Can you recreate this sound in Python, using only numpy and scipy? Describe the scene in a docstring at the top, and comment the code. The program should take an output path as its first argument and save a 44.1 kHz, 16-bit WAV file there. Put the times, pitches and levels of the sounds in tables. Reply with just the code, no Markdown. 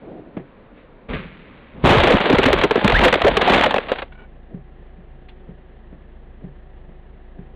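"""A car crash on a wet road, heard by a small camera in the cabin. The car rolls slowly, wipers on, and an
oncoming car throws spray at it. Then it is struck: bodywork crumples and the camera is thrown about,
its knocks overloading the microphone. Afterwards bent trim settles, the engine idles on and the
wipers keep turning."""
import sys
import numpy as np
from scipy import signal
from scipy.fft import rfft, irfft, next_fast_len
from scipy.io import wavfile
from scipy.ndimage import uniform_filter1d

SR = 44100
rng = np.random.default_rng(int(sys.argv[2]) if len(sys.argv) > 2 else 0)


def persist_wave(psi):
    """Save psi, clipped to +-1, as 16-bit WAV."""
    counts = np.round(np.clip(psi, -1, 1) * 32767).astype(np.int16)
    wavfile.write(sys.argv[1], SR, np.atleast_2d(counts).T)


N = 332955
T = np.arange(N) / SR


def undb(db):
    """Decibels to gain."""
    return 10 ** (np.asarray(db) / 20)


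def unit(x):
    """Scale to rms 1."""
    return x / np.sqrt(np.mean(x ** 2))


def colour(x, spectrum):
    """Minimum-phase filter through (freq_hz, gain_db) points."""
    hz, db = np.transpose(spectrum)
    size = 2 * next_fast_len(N // 2 + 8192)
    bins_hz = np.maximum(np.arange(size // 2 + 1) * SR / size, 1)
    gain = undb(np.interp(np.log(bins_hz), np.log(hz), db))
    cepstrum = irfft(np.log(gain))
    cepstrum[1:size // 2] *= 2
    cepstrum[size // 2 + 1:] = 0
    return irfft(rfft(x, size) * np.exp(rfft(cepstrum)))[:N]


def noise(spectrum):
    """Coloured noise, rms 1."""
    return unit(colour(rng.standard_normal(N), spectrum))


def walk(rate_hz):
    """Smooth random drift, rms 1."""
    steps = rng.standard_normal(N)
    return unit(np.interp(T * rate_hz, np.arange(N), steps))


def grains(spectrum, rate_hz, spread_db):
    """Dense coloured clicks of unequal size, levelled to rms 1."""
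    clicks = (rng.random(N) < rate_hz / SR) * rng.standard_normal(N)
    sizes = undb(spread_db * np.minimum(rng.exponential(size=N), 4))
    sound = colour(clicks * sizes, spectrum)
    return sound / np.sqrt(uniform_filter1d(sound ** 2, size=2048) + 1e-12)


def swell(start_s, attack_s, decay_s, hold_s=0):
    """Envelope: linear rise to 1, hold, exponential decay."""
    age_s = T - start_s
    return np.clip(age_s / attack_s, 0, 1) * np.exp(-np.maximum(age_s - attack_s - hold_s, 0) / decay_s)


def since(start_s):
    """The next half second: slice and elapsed time."""
    first = int(start_s * SR)
    span = slice(first, min(first + SR // 2, N))
    return span, T[span] - T[first]


def ring(t, modes):
    """Decaying modes, detuned afresh at each strike."""
    sound = 0
    for hz, db, t60_s in modes:
        detuned_hz = hz * (1 + .024 * rng.standard_normal())
        sound += undb(db) * np.sin(2 * np.pi * detuned_hz * t) * undb(-60 * t / t60_s)
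    return sound


# tyre spectra: freq_hz, gain_db
TYRE_ROAR = [(12, -24.5), (20, 8), (109, -7.5), (209, -2), (312, -4.5), (341, -7), (517, -4.5),
             (797, -16.5), (888, -17), (1500, -50), (1950, -58), (3300, -120)]
TYRE_HISS = [(500, -8), (1000, 2), (1700, -3), (2500, -8), (3400, -16), (5000, -16)]

def tyres(roar_db=-48, hiss_db=-55):
    """Tyres roar and hiss on the wet road."""
    roar = undb(roar_db + walk(2.8)) * noise(TYRE_ROAR)
    hiss = undb(hiss_db + walk(4)) * noise(TYRE_HISS)
    return roar + hiss


# blade reversals: start_s, thump_db, tick_db
REVERSALS = [(0.368, -24.5, -19.5), (4.542, -25, -38), (4.98, -37.5, -54), (5.489, -30.5, -40.5),
             (5.925, -39, -36.5), (6.44, -26, -40), (6.889, -40.5, -45), (7.388, -30.5, -40.5)]
# blades brushing wet glass: start_s, level_db
SWISHES = [(.74, -53.5), (5.93, -73), (6.89, -76)]
# thump modes: pitch_hz, gain_db, t60_s
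THUMP_MODES = [(139.8, -3, 0.2), (174.7, 16, 0.0567), (234, -25, 0.1464), (392, -10, 0.2), (620, -19, 0.12)]
# blade tick, dragging rubber and water spectra: freq_hz, gain_db
TICK = [(130, -29), (250, 9.5), (650, -1.5), (1000, -15), (2100, -17.5), (4000, -36)]
RUBBER = [(100, -7), (170, 3), (300, 8), (450, 1), (700, 0), (1100, -33), (2500, -37)]
DROPS = [(600, -35), (1100, -0.5), (1700, 2.5), (2300, 3), (3200, -5.5), (5000, -12)]

def wipers(flip_s=.015, tick_rise_s=.0011, tick_decay_s=.01, lag_s=.028, second_db=-13):
    """Rubber drags over glass; at each reversal one blade flips and thumps, then the other."""
    thumps, ticks = np.zeros(N), np.zeros(N)
    drag = undb(-37) * swell(0, attack_s=.046, decay_s=.069, hold_s=.13)
    for start_s, thump_db, tick_db in REVERSALS:
        drag += undb(thump_db - 18) * np.exp(-np.abs(T - start_s) / .026)  # slow rubber grips harder
        for delay_s, blade_db in ((0, 0), (lag_s, second_db)):
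            span, t = since(start_s + delay_s)
            thumps[span] += undb(thump_db + blade_db) * ring(t, THUMP_MODES) * (1 - np.exp(-t / flip_s))
            tick = (1 - np.exp(-t / tick_rise_s)) * np.exp(-t / tick_decay_s)
            ticks[span] += undb(tick_db + blade_db) * tick
    rubber = noise(RUBBER) * drag * undb(2.3 * walk(41))
    swish = sum(undb(db) * swell(start_s, attack_s=.044, decay_s=.06) for start_s, db in SWISHES)
    return thumps + ticks * noise(TICK) + rubber + noise(DROPS) * swish


# sheets of spray: start_s, drum_db, hiss_db
SLAPS = [(1.084, -23.5, -34.5), (1.124, -31, -32)]
# drumming spectrum: freq_hz, gain_db
DRUMMING = [(20, -16.5), (35, 3.5), (65, 2.5), (110, -8), (150, 5), (205, 3), (290, -7), (480, -5),
            (720, -15), (1200, -17.5), (2500, -58)]

def spray():
    """Spray slaps the car and drains off; a low rumble swells just before the collision."""
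    drain = swell(SLAPS[-1][0], attack_s=.015, decay_s=.92)
    rumble = undb(-38) * swell(1.72, attack_s=.064, decay_s=.2)
    drum = undb(-45) * drain + rumble
    hiss = undb(-48) * drain
    for start_s, drum_db, hiss_db in SLAPS:
        slap = swell(start_s, attack_s=.015, decay_s=.048)
        drum += undb(drum_db) * slap
        hiss += undb(hiss_db) * slap
    return noise(DRUMMING) * drum + grains(DROPS, rate_hz=4300, spread_db=-2.5) * hiss


# blows on trim and camera housing, levels relative: start_s, pitch_hz, knock_db, crack_db, length_s
BLOWS = [(1.8395, 199.7, -4, -19.5, 0.015), (1.857, 544, -6, -10.5, 0.009), (1.901, 199.8, -5, -7.5, .03),
         (1.948, 400, -18, -10, 0.016), (1.999, 574, -17.5, -8.5, 0.025), (2.033, 360, -9.5, -7.5, 0.03),
         (2.069, 613, -14.5, -8.5, 0.025), (2.103, 494, 2.5, -9.5, 0.016), (2.137, 227, 2, -17, 0.019),
         (2.168, 597, -29, -17, 0.018), (2.21, 550, -32, -15.5, 0.044), (2.256, 452, -19.5, -17, 0.03),
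         (2.2981, 400, -6, -6, 0.022), (2.326, 229.6, -1.5, -6, 0.023), (2.346, 516, -17.5, -14, 0.026),
         (2.384, 412, -3, -4, 0.02), (2.431, 536, -23, -13, .012), (2.437, 535, -19.5, -4.5, 0.018),
         (2.456, 268, -11, -5.5, .03), (2.481, 542, -14, -11, 0.02), (2.502, 604, -13, -18, .008),
         (2.528, 409, -8.5, -5, 0.021), (2.578, 606, -27.5, -16.5, 0.014), (2.613, 820, -29, -16.5, 0.011),
         (2.634, 415, -8, -6, 0.033), (2.7084, 435, -10, -4.5, 0.018), (2.756, 434, -5.5, -4.5, 0.01),
         (2.7767, 263, -11, -10, 0.0043), (2.844, 212, -1.5, -4, .02), (2.877, 398, -19.5, -5, .016),
         (2.897, 500, -20.5, -8.5, .02), (2.9203, 707, -16, -7.5, 0.014), (2.99, 844, -26.5, -7, 0.014),
         (3.007, 493, -20, -10.5, .008), (3.034, 386, -17.5, -8, 0.038), (3.052, 519, -4, -8, 0.032),
         (3.08, 550, -17.5, -11, 0.022), (3.126, 505, -13.5, -6.5, 0.018), (3.138, 607, -21, -7.5, 0.021),
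         (3.154, 404, -15, -9.5, 0.013), (3.217, 680, -21.5, -5.5, 0.013), (3.244, 418.6, -4.5, -16, 0.024),
         (3.265, 586, -3, -15.5, .018), (3.278, 559, -8.5, -5, 0.021), (3.31, 275, -24, -19.5, 0.022),
         (3.3683, 426, -12, -1.5, 0.02), (3.412, 447, -19.5, -12.5, 0.026), (3.474, 742, -10, -11, .028),
         (3.495, 388, -14, -5.5, 0.03), (3.534, 232, -21.5, -7.5, 0.034), (3.58, 680, -15.5, -7, 0.014),
         (3.609, 676, -16, -6, 0.011), (3.633, 846, -17.5, -8.5, 0.035), (3.659, 616, -15, -11, 0.024),
         (3.708, 600, -17.5, 1, 0.0027), (3.742, 594, -14, -2, 0.0059), (3.76, 684, -18.5, -15, 0.025),
         (3.782, 467, -19, -9.5, 0.011), (3.883, 613, -33.5, -28.5, 0.076), (3.917, 543, -9, -0.5, 0.0081),
         (3.955, 457, -48, -35.5, 0.041), (3.982, 540, -43, -25, 0.037), (4.0193, 555, -33, -22.5, 0.028)]
# buckling panel and splintering plastic spectra: freq_hz, gain_db
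PANELS = [(100, -22), (190, -3), (350, -3.5), (560, 0), (800, -7), (1200, -11), (2500, -37)]
PLASTIC = [(400, -14), (800, 3.5), (1200, 0.5), (2000, 0), (3200, -4.5), (4200, -8), (6000, -10.5)]

def blows(knock_gain_db=6, crack_gain_db=4, sag=.2, roughness=.33, crack_rise_s=.0024):
    """Each contact cracks; the housing swings a few cycles, sinking in pitch as the contact lets go."""
    tones, swings, cracks = np.zeros(N), np.zeros(N), np.zeros(N)
    slip_cycles = .15 * walk(350)  # sliding contacts make the cycles uneven
    for start_s, pitch_hz, knock_db, crack_db, length_s in BLOWS:
        span, t = since(start_s)
        peak_s = .23 * length_s + .0014
        age = t / peak_s
        swing = undb(knock_db) * (age * np.exp(1 - age)) ** 2
        cycles = np.cumsum(pitch_hz * (1 + sag * (np.exp(-age / 2) - .5))) / SR
        tones[span] += swing * np.sin(2 * np.pi * (cycles + slip_cycles[span] + rng.random()))
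        swings[span] += swing
        closing = 1 - np.exp(-t / crack_rise_s)
        cracks[span] += undb(crack_db) * closing * np.exp(-(t / (.34 * length_s)) ** 2)
    knocks = undb(knock_gain_db) * (tones + roughness * swings * noise(PANELS))
    return knocks + undb(crack_gain_db + 2.5 * walk(330)) * cracks * noise(PLASTIC)


# crushing force on the bodywork: time_s, level_db
CRUSH = [(1.83, -45), (1.85, -15), (1.92, -8.5), (2.02, -19.5), (2.11, -12), (2.18, -22.5), (2.48, -20.5),
         (2.64, -22.5), (2.69, -32), (2.8, -25), (3.0, -20.5), (3.05, -6.5), (3.11, -27.5), (3.35, -26.5),
         (3.45, -20.5), (3.54, -11.5), (3.78, -35.5), (4.02, -39.5)]
# whole-body jolts: start_s, level_db
JOLTS = [(1.832, -13), (1.96, -13.5), (2.36, -24.5), (2.47, -22), (2.55, -28), (2.835, -20), (2.925, -11.5),
         (3.23, -20), (3.32, -28), (3.5, -24)]
# heaving body spectrum: freq_hz, gain_db
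BODY = [(15, -8.5), (28, 0), (55, 4.5), (85, -3.5), (150, -5), (300, -32.5)]

def crumple(panel_db=-1, shudder_db=-21, rattle_db=-18, rattle_s=.014, fall_db_per_s=350):
    """One force buckles panels in coarse jerks, splinters plastic finely and shakes the body."""
    times_s, force_db = np.transpose(CRUSH)
    outside_s = np.abs(T - np.clip(T, times_s[0], times_s[-1]))
    power = undb(np.interp(T, times_s, force_db) - fall_db_per_s * outside_s) ** 2
    for start_s, _, _, crack_db, _ in BLOWS:  # loose parts rattle on
        span, t = since(start_s)
        power[span] += (undb(crack_db + rattle_db) * np.exp(-t / rattle_s)) ** 2
    force = np.sqrt(power)
    cave_in = undb(-1.5) * swell(1.84, attack_s=.017, decay_s=.035)
    heave = sum(undb(db) * swell(start_s, attack_s=.017, decay_s=.06) for start_s, db in JOLTS)
    panels = grains(PANELS, rate_hz=700, spread_db=2.5) * (undb(panel_db) * force + cave_in)
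    splinters = grains(PLASTIC, rate_hz=5000, spread_db=1.5) * undb(2.2 * walk(170)) * force
    return panels + splinters + noise(BODY) * (heave + undb(shudder_db) * force)


def squeak(start_s=2.943, pitch_hz=1440, rise_hz_per_s=17500, level_db=-13):
    """Plastic on plastic: stick-slip that speeds up as the contact slides."""
    sliding_s = np.clip(T - start_s, 0, .06)
    hz = (pitch_hz + rise_hz_per_s * sliding_s) * (1 + .025 * walk(900))
    grip = undb(level_db) * swell(start_s, attack_s=.0022, decay_s=.01, hold_s=.022)
    return np.sqrt(2) * grip * np.sin(2 * np.pi * np.cumsum(hz) / SR)


# engine partials: firing_multiple, level_db
IDLE = [(1, -44.5), (2, -48), (3, -61), (5, -67), (8, -63)]
# cabin hum spectrum: freq_hz, gain_db
CABIN = [(20, -19.5), (41, -12.5), (70, 0), (87, -20.5), (133, -6.5), (168, -10.5), (220, -11),
         (287, -17.5), (362, -14), (527, -17), (727, -21), (1020, -26.5), (1540, -30), (1680, -26),
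         (1980, -28.5), (2250, -34), (3100, -36.5), (3600, -41), (5000, -43.5), (6500, -81), (11000, -120)]

def idle(firing_hz=27.6, cabin_db=-49):
    """The engine idles; the cabin hum throbs at the firing rate."""
    phase = 2 * np.pi * np.cumsum(firing_hz * (1 + .008 * walk(3.7))) / SR
    engine = sum(undb(db + 1.2 * walk(8)) * np.sin(multiple * phase) for multiple, db in IDLE)
    cabin = noise(CABIN) * undb(cabin_db + .56 * walk(32) + 1.23 * np.cos(phase))
    return np.sqrt(2) * engine + cabin


# motor partials: pitch_hz, level_db
MOTOR = [(361, -62), (750, -67)]

def wiper_motor():
    """The motor whines, wavering under changing load."""
    whine = np.zeros(N)
    for pitch_hz, level_db in MOTOR:
        gain = undb(level_db + 3 * walk(18))
        hz = pitch_hz * (1 + .0217 * walk(30))
        whine += gain * np.sin(2 * np.pi * np.cumsum(hz) / SR)
    return np.sqrt(2) * whine


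# trim creaks: start_s, rattle_db, ring_db
CREAKS = [(4.117, -48, -48), (4.145, -64, -55), (4.172, -68, -47), (4.194, -60, -42.5), (4.213, -64, -45)]
# thin trim and scuff spectra: freq_hz, gain_db
TRIM = [(900, -6), (1350, -18), (1470, 8), (1640, -21), (1900, -13), (2150, -31), (2260, 5), (2450, -23),
        (2850, -14), (3020, -11), (3250, -28), (4500, -29)]
SCUFF = [(1200, -10), (1800, -7), (2350, -2), (2700, -4), (3100, -4), (4200, -8), (6000, -9)]

def settling():
    """Bent trim rattles and rings as it comes to rest; later a loose piece slips with a dry scuff."""
    rattle, ringing = np.zeros(N), np.zeros(N)
    for start_s, rattle_db, ring_db in CREAKS:
        creak = swell(start_s, attack_s=.008, decay_s=.017)
        rattle += undb(rattle_db) * creak
        ringing += undb(ring_db) * creak
    scuff = undb(-41) * swell(5.283, attack_s=.007, decay_s=.012)
    trim = noise(PLASTIC) * rattle + grains(TRIM, rate_hz=490, spread_db=-3) * ringing
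    return trim + noise(SCUFF) * scuff


def scene():
    """Road sound ends at the impact; idle and wiper motor fade in from 3 s."""
    rolling = np.clip((1.9 - T) / .074, 0, 1)
    stopped = np.clip((T - 3) / .67, 0, 1)
    driving = rolling * (tyres() + spray()) + wipers()
    crash = blows() + crumple() + squeak()
    aftermath = settling() + stopped * (idle() + wiper_motor())
    return (driving + crash + aftermath)[None]


# microphone response before and after clipping: freq_hz, gain_db
PRE_CLIP = [(3500, 1.5), (4200, -3), (4700, -6.5), (5200, -28), (6500, -33.5), (8000, -24), (12000, -38.5)]
POST_CLIP = [(8, -20), (25, -0.5), (1000, -0.5), (3800, -0.5), (5000, -11.5), (7500, -9.5), (10000, -11),
             (15000, -9.5)]

def record(dry, bend_share=.16, bend_level=.14, ceiling=.405, hardness=16, top_hz=15200):
    """A narrow-band microphone stage bends a little, then clips; its distortion fills the high treble."""
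    narrow = colour(dry[0], PRE_CLIP)
    bent = (1 - bend_share) * narrow + bend_share * bend_level * np.tanh(narrow / bend_level)
    clipped = bent / (1 + (np.abs(bent) / ceiling) ** hardness) ** (1 / hardness)
    lowpass = signal.ellip(8, .2, 70, top_hz, fs=SR, output="sos")
    return signal.sosfilt(lowpass, colour(clipped, POST_CLIP))[None]


dry = scene()
out = record(dry)
persist_wave(out)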